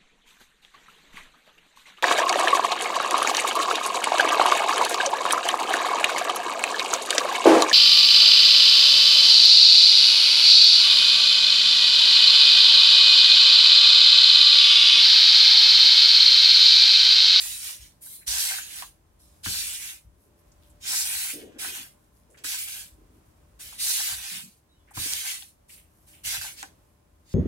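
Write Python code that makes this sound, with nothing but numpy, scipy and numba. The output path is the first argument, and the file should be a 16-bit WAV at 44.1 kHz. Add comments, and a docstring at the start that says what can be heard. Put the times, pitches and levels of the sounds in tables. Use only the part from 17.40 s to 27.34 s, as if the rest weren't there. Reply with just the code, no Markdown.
"""A small kitchen: a hand rubs oil into flour in a plastic bowl on a stone counter, heard close up.
Each sweep drags countless crumbs over the bowl wall; their tiny slips rustle and make the wall ring.
Between sweeps the fingers squeeze and crumble almost silently. Fingertips knock the wall,
the bowl bumps and skids on the counter, bangles clink and a fan hums behind it all."""
import sys
import numpy as np
from scipy import signal
from scipy.fft import rfft, irfft
from scipy.io import wavfile
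from scipy.ndimage import uniform_filter1d
from numba import njit

SR = 44100
rng = np.random.default_rng(int(sys.argv[2]) if len(sys.argv) > 2 else 0)


def dump_mix(stems):
    """Bounce the given channels to the path in sys.argv[1] as a 16-bit WAV at rate SR."""
    frames = np.atleast_2d(stems).T  # one column per channel
    limited = np.clip(frames, -1, 1)  # hard clip at full scale
    pcm = np.round(limited * 32767).astype(np.int16)
    wavfile.write(sys.argv[1], SR, pcm)


N = 438354
TIME_S = np.arange(N) / SR
FREQS_HZ = np.fft.rfftfreq(N, 1 / SR)
LEFT_LAG_SAMPLES = 7

# fan rumble and hiss: freq_hz, density_db
FAN_SPECTRUM = [(20, -41), (32, -15), (48, 1), (85, -6.5), (125, -7.5), (220, -12.5), (320, -15.5),
                (520, -21), (1000, -23.5), (2000, -31), (4500, -36.5), (10000, -35), (15800, -40.5)]
# fan hum peaks: centre_hz, width_hz, boost_db
FAN_HUM = [(79.6, 15.6, 8), (315.9, 8.6, 10), (465, 12, 3), (589.7, 6.9, 16.5), (705, 12, 2),
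           (1038.4, 27, 6)]
# bangle modes: pitch_ratio, level_db, t60_s
BANGLE_MODES = [(1, 4, .3), (1.47, -9.5, .2), (1.84, -13.5, 0.17), (2.33, -11, .12)]
# bangles touching: start_s, level_db, pitch_hz
BANGLE_CLINKS = [(0.665, -56, 4000), (0.725, -53, 4100), (0.79, -60, 4045), (7.29, -63, 3800),
                 (7.335, -69, 3050), (7.385, -73, 3400)]
# bowl skidding on the counter: start_s, length_s, level_db, pitch_hz
BOWL_SKIDS = [(2.755, 0.288, -70, 276), (3.439, 0.156, -62.5, 246), (3.927, 0.2, -50.5, 324.6),
              (4.139, 0.21, -55, 265.7), (4.37, 0.0793, -54, 191), (4.882, 0.194, -63, 349),
              (5.574, 0.222, -63.5, 250), (6.909, 0.19, -53, 139)]
# rocking modes of the loaded bowl: freq_hz, level_db, t60_s
BASE_MODES = [(60.8, -8, 0.28), (93.3, 3, 0.16), (176.5, -6, 0.15), (296.7, -5.5, 0.075),
              (451.4, -22, 0.011)]
# bowl bumping the counter: start_s, level_db, hardness_db_per_octave
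BOWL_BUMPS = [(0.392, -47.5, -35), (0.876, -40, -43), (2.063, -32.5, 1.5), (2.067, -43.5, 9),
              (2.132, -58.5, 10.5), (2.645, -48, -35), (3.934, -36.5, 26.5), (3.954, -34.5, 25.5),
              (4.013, -35, 35.5), (4.057, -39, 26.5), (4.092, -48.5, 19), (4.159, -39.5, 23.5),
              (5.043, -46.5, 14), (5.86, -54, -26.5), (6.241, -53.5, -23), (6.719, -45.5, -18.5),
              (7.567, -35, 2.5), (7.592, -38.5, 2), (7.654, -41, 18), (7.721, -50, -3), (8.851, -45.5, -15),
              (8.971, -47, -8), (9.228, -45.5, 23.5)]
# nails and hard crumbs on plastic: start_s, peak_db
NAIL_TICKS = [(0.879, -11), (0.984, -12.5), (1.423, -26.5), (3.225, -56), (3.235, -48.5), (4.522, -47.5),
              (4.835, -53.5), (4.977, -43), (5.045, -32.5), (6.453, -20.5), (6.517, -16), (7.574, -24),
              (7.735, -10.5), (8.945, -20), (9.229, -22.5)]
# bowl wall resonances: freq_hz, width_hz, gain_db
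WALL_MODES = [(794, 71, 4.5), (1013, 310, 0), (1570.5, 133, 11), (1780, 500, 0), (2380, 400, -5)]
# fingertips and lumps hitting the wall: start_s, level_db, low_mode_gain_db, spot_hz
WALL_KNOCKS = [(0.055, -55, 14.5, 800), (0.291, -51.5, 16, 1030), (0.663, -61, 8.5, 1570),
               (1.185, -39, 2, 1570), (1.422, -40, 9, 1020), (2.061, -36, -13.5, 1850),
               (4.247, -36.5, -11, 1030), (5.044, -42.5, -7.5, 1570), (6.326, -54, 12.5, 1030),
               (7.51, -55.5, 14.5, 800), (7.572, -39, 13, 1030), (8.023, -58, 0, 800),
               (9.012, -42, -1.5, 1570), (9.044, -45, 6, 800), (9.228, -39, 2, 847)]
# fingertips rubbing flour above the bowl: start_s, length_s, level_db
FINGER_RUBS = [(1.86, 0.41, -71), (2.764, 0.144, -69), (2.972, 0.055, -69.5), (3.056, 0.055, -73.5),
               (3.201, 0.149, -69.5), (4.553, 0.163, -75), (4.71, 0.135, -70.5), (5.528, 0.11, -80),
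               (5.694, 0.12, -74), (5.84, 0.089, -73), (7.137, 0.077, -72), (8.418, 0.56, -68.5),
               (9.33, 0.275, -77.5)]
# lumps giving way: start_s, level_db, centre_hz, t60_s
LUMP_SQUEEZES = [(0.81, -60.5, 1930, 0.22), (1.419, -41, 2600, 0.083), (3.116, -60.5, 6500, 0.074),
                 (3.219, -73, 3260, 0.62), (3.295, -61, 8800, 0.13), (4.90, -64, 8620, 0.32),
                 (4.943, -56, 1790, 0.099), (7.475, -62.5, 1880, 0.47), (7.506, -52.5, 9400, 0.082),
                 (8.02, -38.5, 3350, 0.04), (8.293, -58, 2525, 0.316), (8.334, -62, 2410, 0.133),
                 (8.369, -60.5, 2540, 0.285), (8.731, -61, 2720, 0.39)]
# slipping crumbs: freq_hz, density_db
CRUMB_SPECTRUM = [(1400, -7.5), (2000, -4), (2450, -1), (3100, -1.5), (4100, -8), (5500, -9.5), (7500, -6),
                  (9300, -2), (11000, -3.5), (13000, -7.5), (15800, -12.5)]
# strokes through the flour: start_s, attack_s, length_s, level_db, swell_db, pressure_db, powder_db
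HAND_STROKES = [(0.0, 0.00069, 0.268, -41, -10, -21, 4), (0.2, 0.03, 0.111, -41, 2, -14.5, 3.5),
                (0.387, 0.026, 0.0683, -53, -1.5, -20, 0), (0.606, 0.019, 0.1463, -55.5, 2.5, -30, 12.5),
                (0.862, 0.019, 0.1264, -31.5, -1.5, -16, -0.5), (0.961, .04, 0.2212, -32.5, -10.5, -6, 2),
                (1.163, 0.0071, 0.2385, -47.5, 13, -12.5, 2), (1.787, 0.013, 0.193, -69.5, -11.5, -36.5, 4),
                (2.029, 0.022, 0.1777, -34.5, 5, -16, 0.5), (2.214, 0.029, 0.1593, -39.5, -1, -17, 4),
                (2.382, 0.034, 0.1172, -43.5, 0.5, -8, 4), (3.398, 0.0422, 0.0646, -46, 8.5, -21, -2.5),
                (3.438, 0.055, 0.1734, -31.5, 5, -11, 1.5), (3.64, 0.017, 0.2624, -37.5, 0, -9, 6),
                (3.968, 0.016, 0.053, -57, 1, 7, 1), (4.078, 0.013, 0.19, -74, 1, 15, -25),
                (4.182, 0.012, 0.1148, -40.5, 1.5, -6, 4.5), (4.31, 0.045, 0.1047, -44, -3.5, -4.5, 4),
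                (4.971, .002, 0.023, -59, 0, 0.5, -20.5), (5.036, 0.006, 0.1114, -35.5, 3.5, -13, 1.5),
                (5.163, 0.027, 0.0752, -41.5, -2, -14.5, 9), (5.245, .04, 0.1626, -43.5, -3, -12.5, 5),
                (6.189, 0.014, 0.183, -50.5, -9, -10.5, 5), (6.374, 0.035, 0.1405, -32.5, 7.5, -16.5, 2.5),
                (6.523, 0.015, 0.2004, -34.5, -2, -7.5, 4), (6.761, 0.006, 0.2055, -43.5, 7, -5.5, 3),
                (7.023, 0.018, 0.1057, -61.5, -11.5, -26.5, 5),
                (7.533, 0.0963, 0.2807, -35.5, -4, -12.5, 2.5), (7.818, 0.063, 0.132, -37, -7.5, -7, 2.5),
                (7.987, .01, 0.0565, -55, 1, -26.5, 4), (8.278, 0.014, 0.0608, -59.5, 7.5, -36.5, 9),
                (8.66, 0.022, 0.106, -65, -4.5, -8, 8.5), (8.833, 0.025, 0.1171, -34, 3, -8, 0.5),
                (9.006, 0.0099, 0.0804, -41, -4.5, -9.5, 2), (9.153, 0.044, 0.0533, -44, -3, -16.5, -5),
                (9.842, 0.12, 0.255, -52, 2.5, -24.5, -9.5)]
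# colour of the two microphone ports: freq_hz, left_minus_right_db
PORT_BALANCE = [(100, 1.5), (400, 2), (1100, -.3), (3000, 0), (5000, -1.7), (6500, -1.5), (9200, -5),
                (10800, 0), (12500, 3.7), (15500, 3)]


def undb(db):
    """Decibels to gain."""
    return 10 ** (np.asarray(db) / 20)


def unit(x):
    """Scale to rms 1."""
    return x / np.sqrt(np.mean(x ** 2))


def spectrum_db(points):
    """Interpolate a spectrum onto FREQS_HZ, in log frequency."""
    hz, db = np.transpose(points)
    return np.interp(np.log(FREQS_HZ + 1e-9), np.log(hz), db)


def band(x, lo_hz, hi_hz, order=2):
    """Butterworth band-pass."""
    sos = signal.butter(order, [lo_hz, min(hi_hz, SR / 2 - 1)], "band", fs=SR, output="sos")
    return signal.sosfilt(sos, x)


@njit
def moving_band(x, centre_hz, width_hz):
    """State-variable band-pass; gain 1 at its moving centre."""
    y, band_state, low_state = np.empty(len(x)), 0., 0.
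    for i in range(len(x)):
        g, damping = np.tan(np.pi * centre_hz[i] / SR), width_hz / centre_hz[i]
        v = (band_state + g * (x[i] - low_state)) / (1 + g * (g + damping))
        band_state, low_state = 2 * v - band_state, low_state + 2 * g * v
        y[i] = damping * v
    return y


def walk(rate_hz):
    """Smooth random drift within +-2."""
    hold = int(SR / rate_hz)
    steps = np.repeat(rng.standard_normal(N // hold + 3), hold)
    smooth = uniform_filter1d(uniform_filter1d(steps, hold), hold)
    return 2 * np.tanh(unit(smooth[hold:hold + N]) / 2)


def add(track, start_s, sound):
    """Mix a sound into a stereo track."""
    i = round(start_s * SR)
    track[:, i:i + sound.shape[-1]] += sound[..., :track.shape[1] - i]


def grains(per_s, spread_db):
    """Random tiny slips: most weak, a few strong."""
    happens = rng.random(N) < per_s / SR
    size = undb(spread_db * np.minimum(rng.exponential(size=N), 6))
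    return unit(happens * size * rng.choice([-1, 1], N) / np.sqrt(np.minimum(per_s, SR)))


def stereo_grains(per_s, spread_db, wet_db):
    """Direct slips reach the right port first; bowl and room scatter differs per port."""
    direct = grains(per_s, spread_db)
    scatter = np.array([grains(per_s, spread_db) for port in range(2)])
    return unit(np.array([np.roll(direct, LEFT_LAG_SAMPLES), direct]) + undb(wet_db) * scatter)


def fan(level_db=-60, wide_above_hz=650, swell_db=3.5):
    """Uneven rumble and blurred hum over faint hiss; the bass is alike at both ports."""
    hum_db = sum(db / (1 + (2 * (FREQS_HZ - hz) / width_hz) ** 2) for hz, width_hz, db in FAN_HUM)
    mid, side = rfft(rng.standard_normal((2, N))) * undb(spectrum_db(FAN_SPECTRUM) + hum_db)
    side = side * np.clip(FREQS_HZ / wide_above_hz, .18, 1)
    air = unit(irfft(np.array([mid + side, mid - side]), N))
    rumble = irfft(rfft(air) / (1 + (FREQS_HZ / 85) ** 4), N)
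    air = air + rumble * (undb(swell_db * walk(9.7)) - 1)
    return air * undb(level_db + 1.8 * walk(3.9))


def bangles(rise_s=0.0043, touches=3, bounce_s=.024, bounce_db=-2.5):
    """Loose metal bangles bounce on each other; each touch rings a little differently."""
    out, t = np.zeros((2, N)), TIME_S[:SR // 4]
    onset = 1 - np.exp(-t / rise_s)
    for start_s, db, hz in BANGLE_CLINKS:
        for bounce in range(touches):
            late_s = bounce_s * bounce * rng.uniform(.7, 1.3)
            for ratio, mode_db, t60_s in BANGLE_MODES:
                detune, touch_db = rng.normal([1, 0], [.012, 3])
                ring = np.sin(2 * np.pi * (hz * ratio * detune * t + rng.random((2, 1))))
                fade_db = db + mode_db + touch_db + bounce_db * bounce - 60 * t / t60_s
                add(out, start_s + late_s, ring * onset * undb(fade_db) / np.sqrt(touches))
    return out


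def skids(edge_s=0.0088, catch_db=3.0, fade_db=1, trim_db=-2):
    """The base drags over stone: a low, grainy, uneven rub."""
    out = np.zeros((2, N))
    for start_s, length_s, db, hz in BOWL_SKIDS:
        t = TIME_S[:int(length_s * SR)]
        slips = stereo_grains(900, spread_db=0, wet_db=-5.5)[:, :len(t)]
        drag = unit(band(slips, hz / 1.106, hz * 1.686, order=3))
        shape_db = db + catch_db * walk(40.84)[:len(t)] - fade_db * (t / length_s - .5)
        edges = np.minimum(np.minimum(t, length_s - t) / edge_s, 1)
        add(out, start_s, drag * edges * undb(shape_db + trim_db))
    return out


def bumps(rise_s=0.0041, rattle=0.3, room_db=-20, room_t60_s=0.72, trim_db=4):
    """The loaded bowl rocks on its base: a few dull cycles, higher after a harder blow."""
    out, t = np.zeros((2, N)), TIME_S[:SR // 3]
    onset = 1 - np.exp(-t / rise_s)
    mode_hz, mode_db, mode_t60_s = np.transpose(BASE_MODES)
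    for start_s, db, hardness_db_per_octave in BOWL_BUMPS:
        shares = undb(mode_db + hardness_db_per_octave * np.log2(mode_hz / mode_hz[0]))
        for hz, share, t60_s in zip(mode_hz, shares / np.linalg.norm(shares), mode_t60_s):
            noise = unit(band(rng.standard_normal((2, len(t))), hz / 1.6, hz * 1.75, order=3))
            swing = (np.sin(2 * np.pi * hz * t) + rattle * noise[0]) * undb(-60 * t / t60_s)
            echo = noise * undb(room_db - 60 * t / room_t60_s)
            add(out, start_s, share * (swing + echo) * onset * undb(db + trim_db))
    return band(out, 23, 620, order=3)


def nails(t60_s=0.0049):
    """Nails and hard crumbs tick on the plastic."""
    out, t = np.zeros((2, N)), TIME_S[:SR // 20]
    for start_s, peak_db in NAIL_TICKS:
        tick = band(rng.standard_normal((2, len(t))) * undb(-60 * t / t60_s), 2000, 12000)
        add(out, start_s, tick / abs(tick).max() * undb(peak_db))
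    return out


def wall(push, low_db=0, spot_hz=None, spot_db=9.5, spot_octaves=0.12):
    """The plastic rings briefly; each knock sets its own weight of the low modes and favours those of the spot
    struck."""
    out = 0
    for hz, width_hz, db in WALL_MODES:
        ring = signal.lfilter(*signal.iirpeak(hz, hz / width_hz, fs=SR), push)
        nearness = np.exp(-(np.log2(hz / spot_hz) / spot_octaves) ** 2) if spot_hz else 0
        out = out + undb(db + spot_db * nearness + low_db * (hz < 1300)) * ring
    return band(out, 740, 2900, order=3)


def knocks(crush_db=-20, crush_t60_s=0.0693, soft_hz=1700, room_db=-33, room_t60_s=0.213):
    """A soft fingertip hits the wall and crushes crumbs; the kitchen answers faintly."""
    out, t = np.zeros((2, N)), TIME_S[:SR // 4]
    fade = undb(crush_db - 60 * t / crush_t60_s) + undb(room_db - 60 * t / room_t60_s)
    for start_s, db, low_db, spot_hz in WALL_KNOCKS:
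        push = fade * rng.standard_normal((2, len(t)))
        push[[0, 1], [LEFT_LAG_SAMPLES, 0]] += 1  # impact
        ring = wall(band(push, 100, soft_hz), low_db, spot_hz)
        onset_rms = ring[:, :SR // 50].std()
        add(out, start_s, ring / onset_rms * undb(db))
    return out


def scrape(level_db, pressure_db, catch_db=5.0, trim_db=-1):
    """Crumbs trapped under the fingers stick and slip, ringing the wall."""
    slips = stereo_grains(5000, spread_db=3.0, wet_db=-8) * undb(catch_db * walk(45))
    return unit(wall(slips)) * undb(level_db + pressure_db + trim_db)


def crumble(drops_db=-4):
    """Fingers rub flour together: a soft swell of dust, tiny crumbs ticking down."""
    effort = sum(undb(db) * np.sin(np.pi * np.clip((TIME_S - start_s) / length_s, 0, 1))
                 for start_s, length_s, db in FINGER_RUBS)
    dust = unit(band(rng.standard_normal((2, N)), 8700, 13500, order=3))
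    drops = unit(band(stereo_grains(200, spread_db=2.2, wet_db=0), 4500, 13000, order=3))
    return effort * (dust + drops * undb(drops_db))


def squeezes(rise_s=0.00245, edge_ratio=1.259, trim_db=4):
    """A lump cracks and crumbles in a short, fading crunch."""
    out, t = np.zeros((2, N)), TIME_S[:SR // 2]
    onset = 1 - np.exp(-t / rise_s)
    for start_s, db, hz, t60_s in LUMP_SQUEEZES:
        cracks = rng.standard_normal((2, len(t))) * (rng.random(len(t)) < .06)
        crunch = unit(band(cracks, hz / edge_ratio, hz * edge_ratio))
        add(out, start_s, crunch * onset * undb(db + trim_db - 60 * t / t60_s))
    return out


def grit(level_db, trim_db=-6):
    """Hard crumbs snap against the plastic and stick out of the rustle."""
    snaps = band(stereo_grains(320, spread_db=2.4, wet_db=-3), 3500, 13000, order=1)
    return unit(snaps) * undb(level_db + trim_db)


def hand(arch_db=1.5, release_db_per_s=172, settle_s=0.41, lift_db_per_s=53, linger_db_per_s=26.5):
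    """Strokes set in, arch and settle; powder trickles on as the hand lifts. The strongest leads."""
    power, pressure_sum, powder_sum = np.full(N, 1e-12), np.zeros(N), np.zeros(N)
    for start_s, attack_s, length_s, level_db, swell_db, pressure_db, powder_db in HAND_STROKES:
        span = (TIME_S >= start_s) & (TIME_S < start_s + length_s + .5)
        t = TIME_S[span] - start_s
        along = np.minimum(t / length_s, 1) - .5
        after_s = np.maximum(t - length_s, 0)
        release_db = release_db_per_s * after_s * (1 + after_s / settle_s)
        shape_db = swell_db * along - arch_db * (2 * along) ** 2 - release_db
        stroke = (np.minimum(t / attack_s, 1) * undb(level_db + shape_db)) ** 2
        power[span] += stroke
        # along a stroke the hand leans harder and the powder share dips
        pressure_sum[span] += stroke * (pressure_db + 3 * along - lift_db_per_s * after_s)
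        powder_sum[span] += stroke * (powder_db - 0.5 * along + linger_db_per_s * after_s)
    return 10 * np.log10(power), pressure_sum / power - 1, powder_sum / power


def reflect(x, wet_db, bowl_t60_s=0.04, room_db=-6, room_t60_s=0.11):
    """Echoes off bowl, hand and kitchen; the moving hand changes their pattern ten times a second."""
    hop = SR // 10
    out, t = np.zeros((2, N + hop)), TIME_S[:SR // 6]
    padded = np.pad(x, (hop, 2 * hop))
    for i in range(0, N + hop, hop):
        near = unit(rng.standard_normal((2, len(t))) * undb(-60 * t / bowl_t60_s))
        far = unit(rng.standard_normal((2, len(t))) * undb(-60 * t / room_t60_s))
        response = undb(wet_db) * (near + undb(room_db) * far) / np.sqrt(len(t))
        response[[0, 1], [LEFT_LAG_SAMPLES, 0]] += 1  # direct path
        response /= np.sqrt(np.sum(response ** 2) / 2)
        piece = padded[i:i + 2 * hop] * np.sqrt(np.hanning(2 * hop))
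        add(out, i / SR, signal.fftconvolve(piece[None], response, axes=1))
    return out[:, hop:]


def hollow(x, level_db, centre_hz=5000, width_hz=1500.0, drift_octaves=.2):
    """The hollow under the hand rings broadly; its pitch shifts as the fingers open and close."""
    hz = centre_hz * 2 ** (drift_octaves * walk(9))
    ring = np.array([moving_band(channel, hz, width_hz) for channel in x])
    ring_db = -7 + np.minimum(level_db + 25, 0) / 2
    return x + ring * undb(ring_db)


def band_flicker(x, flicker_db=1.3):
    """Each frequency band of the rustle flickers slightly at random, giving a patchy texture."""
    spectra = signal.stft(x, nperseg=256)[2]
    flicker = rng.standard_normal(spectra.shape[1:])
    flicker = uniform_filter1d(uniform_filter1d(flicker, size=5, axis=0), size=11, axis=1)
    gain = unit(undb(flicker_db * unit(flicker)))
    return signal.istft(spectra * gain)[1][:, :N]


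def rustle(level_db, pressure_db, powder_db, lump_hz=3650, powder_hz=7500, catch_db=0.6835):
    """Crumbs slip more densely in a fast sweep; oily lumps rasp low, dry powder hisses high."""
    per_s = 5000 + 22000 * undb((level_db + 33.5) / 2)
    low_cut = 1 / (1 + (1350 / (FREQS_HZ + 1)) ** 6)
    slips = rfft(grains(per_s, spread_db=2.5)) * undb(spectrum_db(CRUMB_SPECTRUM)) * low_cut
    coarse = 1 / (1 + (FREQS_HZ / lump_hz) ** 20)
    fine = 1 - 1 / (1 + (FREQS_HZ / powder_hz) ** 10)
    # lumps rasp when pressed; a fast sweep throws them aside
    rasp_db = -4 + 0.33 * (pressure_db + 18.5) - np.maximum(level_db + 38, 0)
    lumps = unit(irfft(slips * coarse, N)) * undb(rasp_db)
    crumbs = unit(irfft(slips * (1 - coarse - fine), N))
    powder = unit(irfft(slips * fine, N)) * undb(powder_db)
    return (lumps + crumbs + powder) * undb(level_db + catch_db * walk(55))


def sweep(level_db, pressure_db, powder_db, trim_db=0.3064):
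    """A slow rub echoes from under the fingertips; a fast sweep scatters crumbs all over the bowl."""
    fingers = reflect(rustle(level_db, pressure_db, powder_db), wet_db=13)
    spray = np.array([rustle(level_db, pressure_db, powder_db) for port in range(2)])
    spray_share = np.interp(level_db, [-46, -33], [.12, .32])
    flour = fingers * np.sqrt(1 - spray_share) + spray * np.sqrt(spray_share)
    return hollow(flour, level_db) * undb(trim_db)


def scene():
    """The hand's strokes drive crumbs and bowl wall together."""
    level_db, pressure_db, powder_db = hand()
    sweeps = band_flicker(sweep(level_db, pressure_db, powder_db))
    flour = sweeps + grit(level_db) + squeezes() + crumble()
    bowl = scrape(level_db, pressure_db) + knocks() + nails() + bumps() + skids()
    return flour + bowl + bangles() + fan()


def record(dry):
    """Each microphone port colours the sound; steep cut above 15.8 kHz."""
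    port_gain = undb(np.array([[1], [-1]]) * spectrum_db(PORT_BALANCE) / 2)
    low_pass = signal.ellip(10, .2, 80, 15800, fs=SR, output="sos")
    return signal.sosfilt(low_pass, irfft(rfft(dry) * port_gain, N))


dry = scene()
out = record(dry)
dump_mix(out)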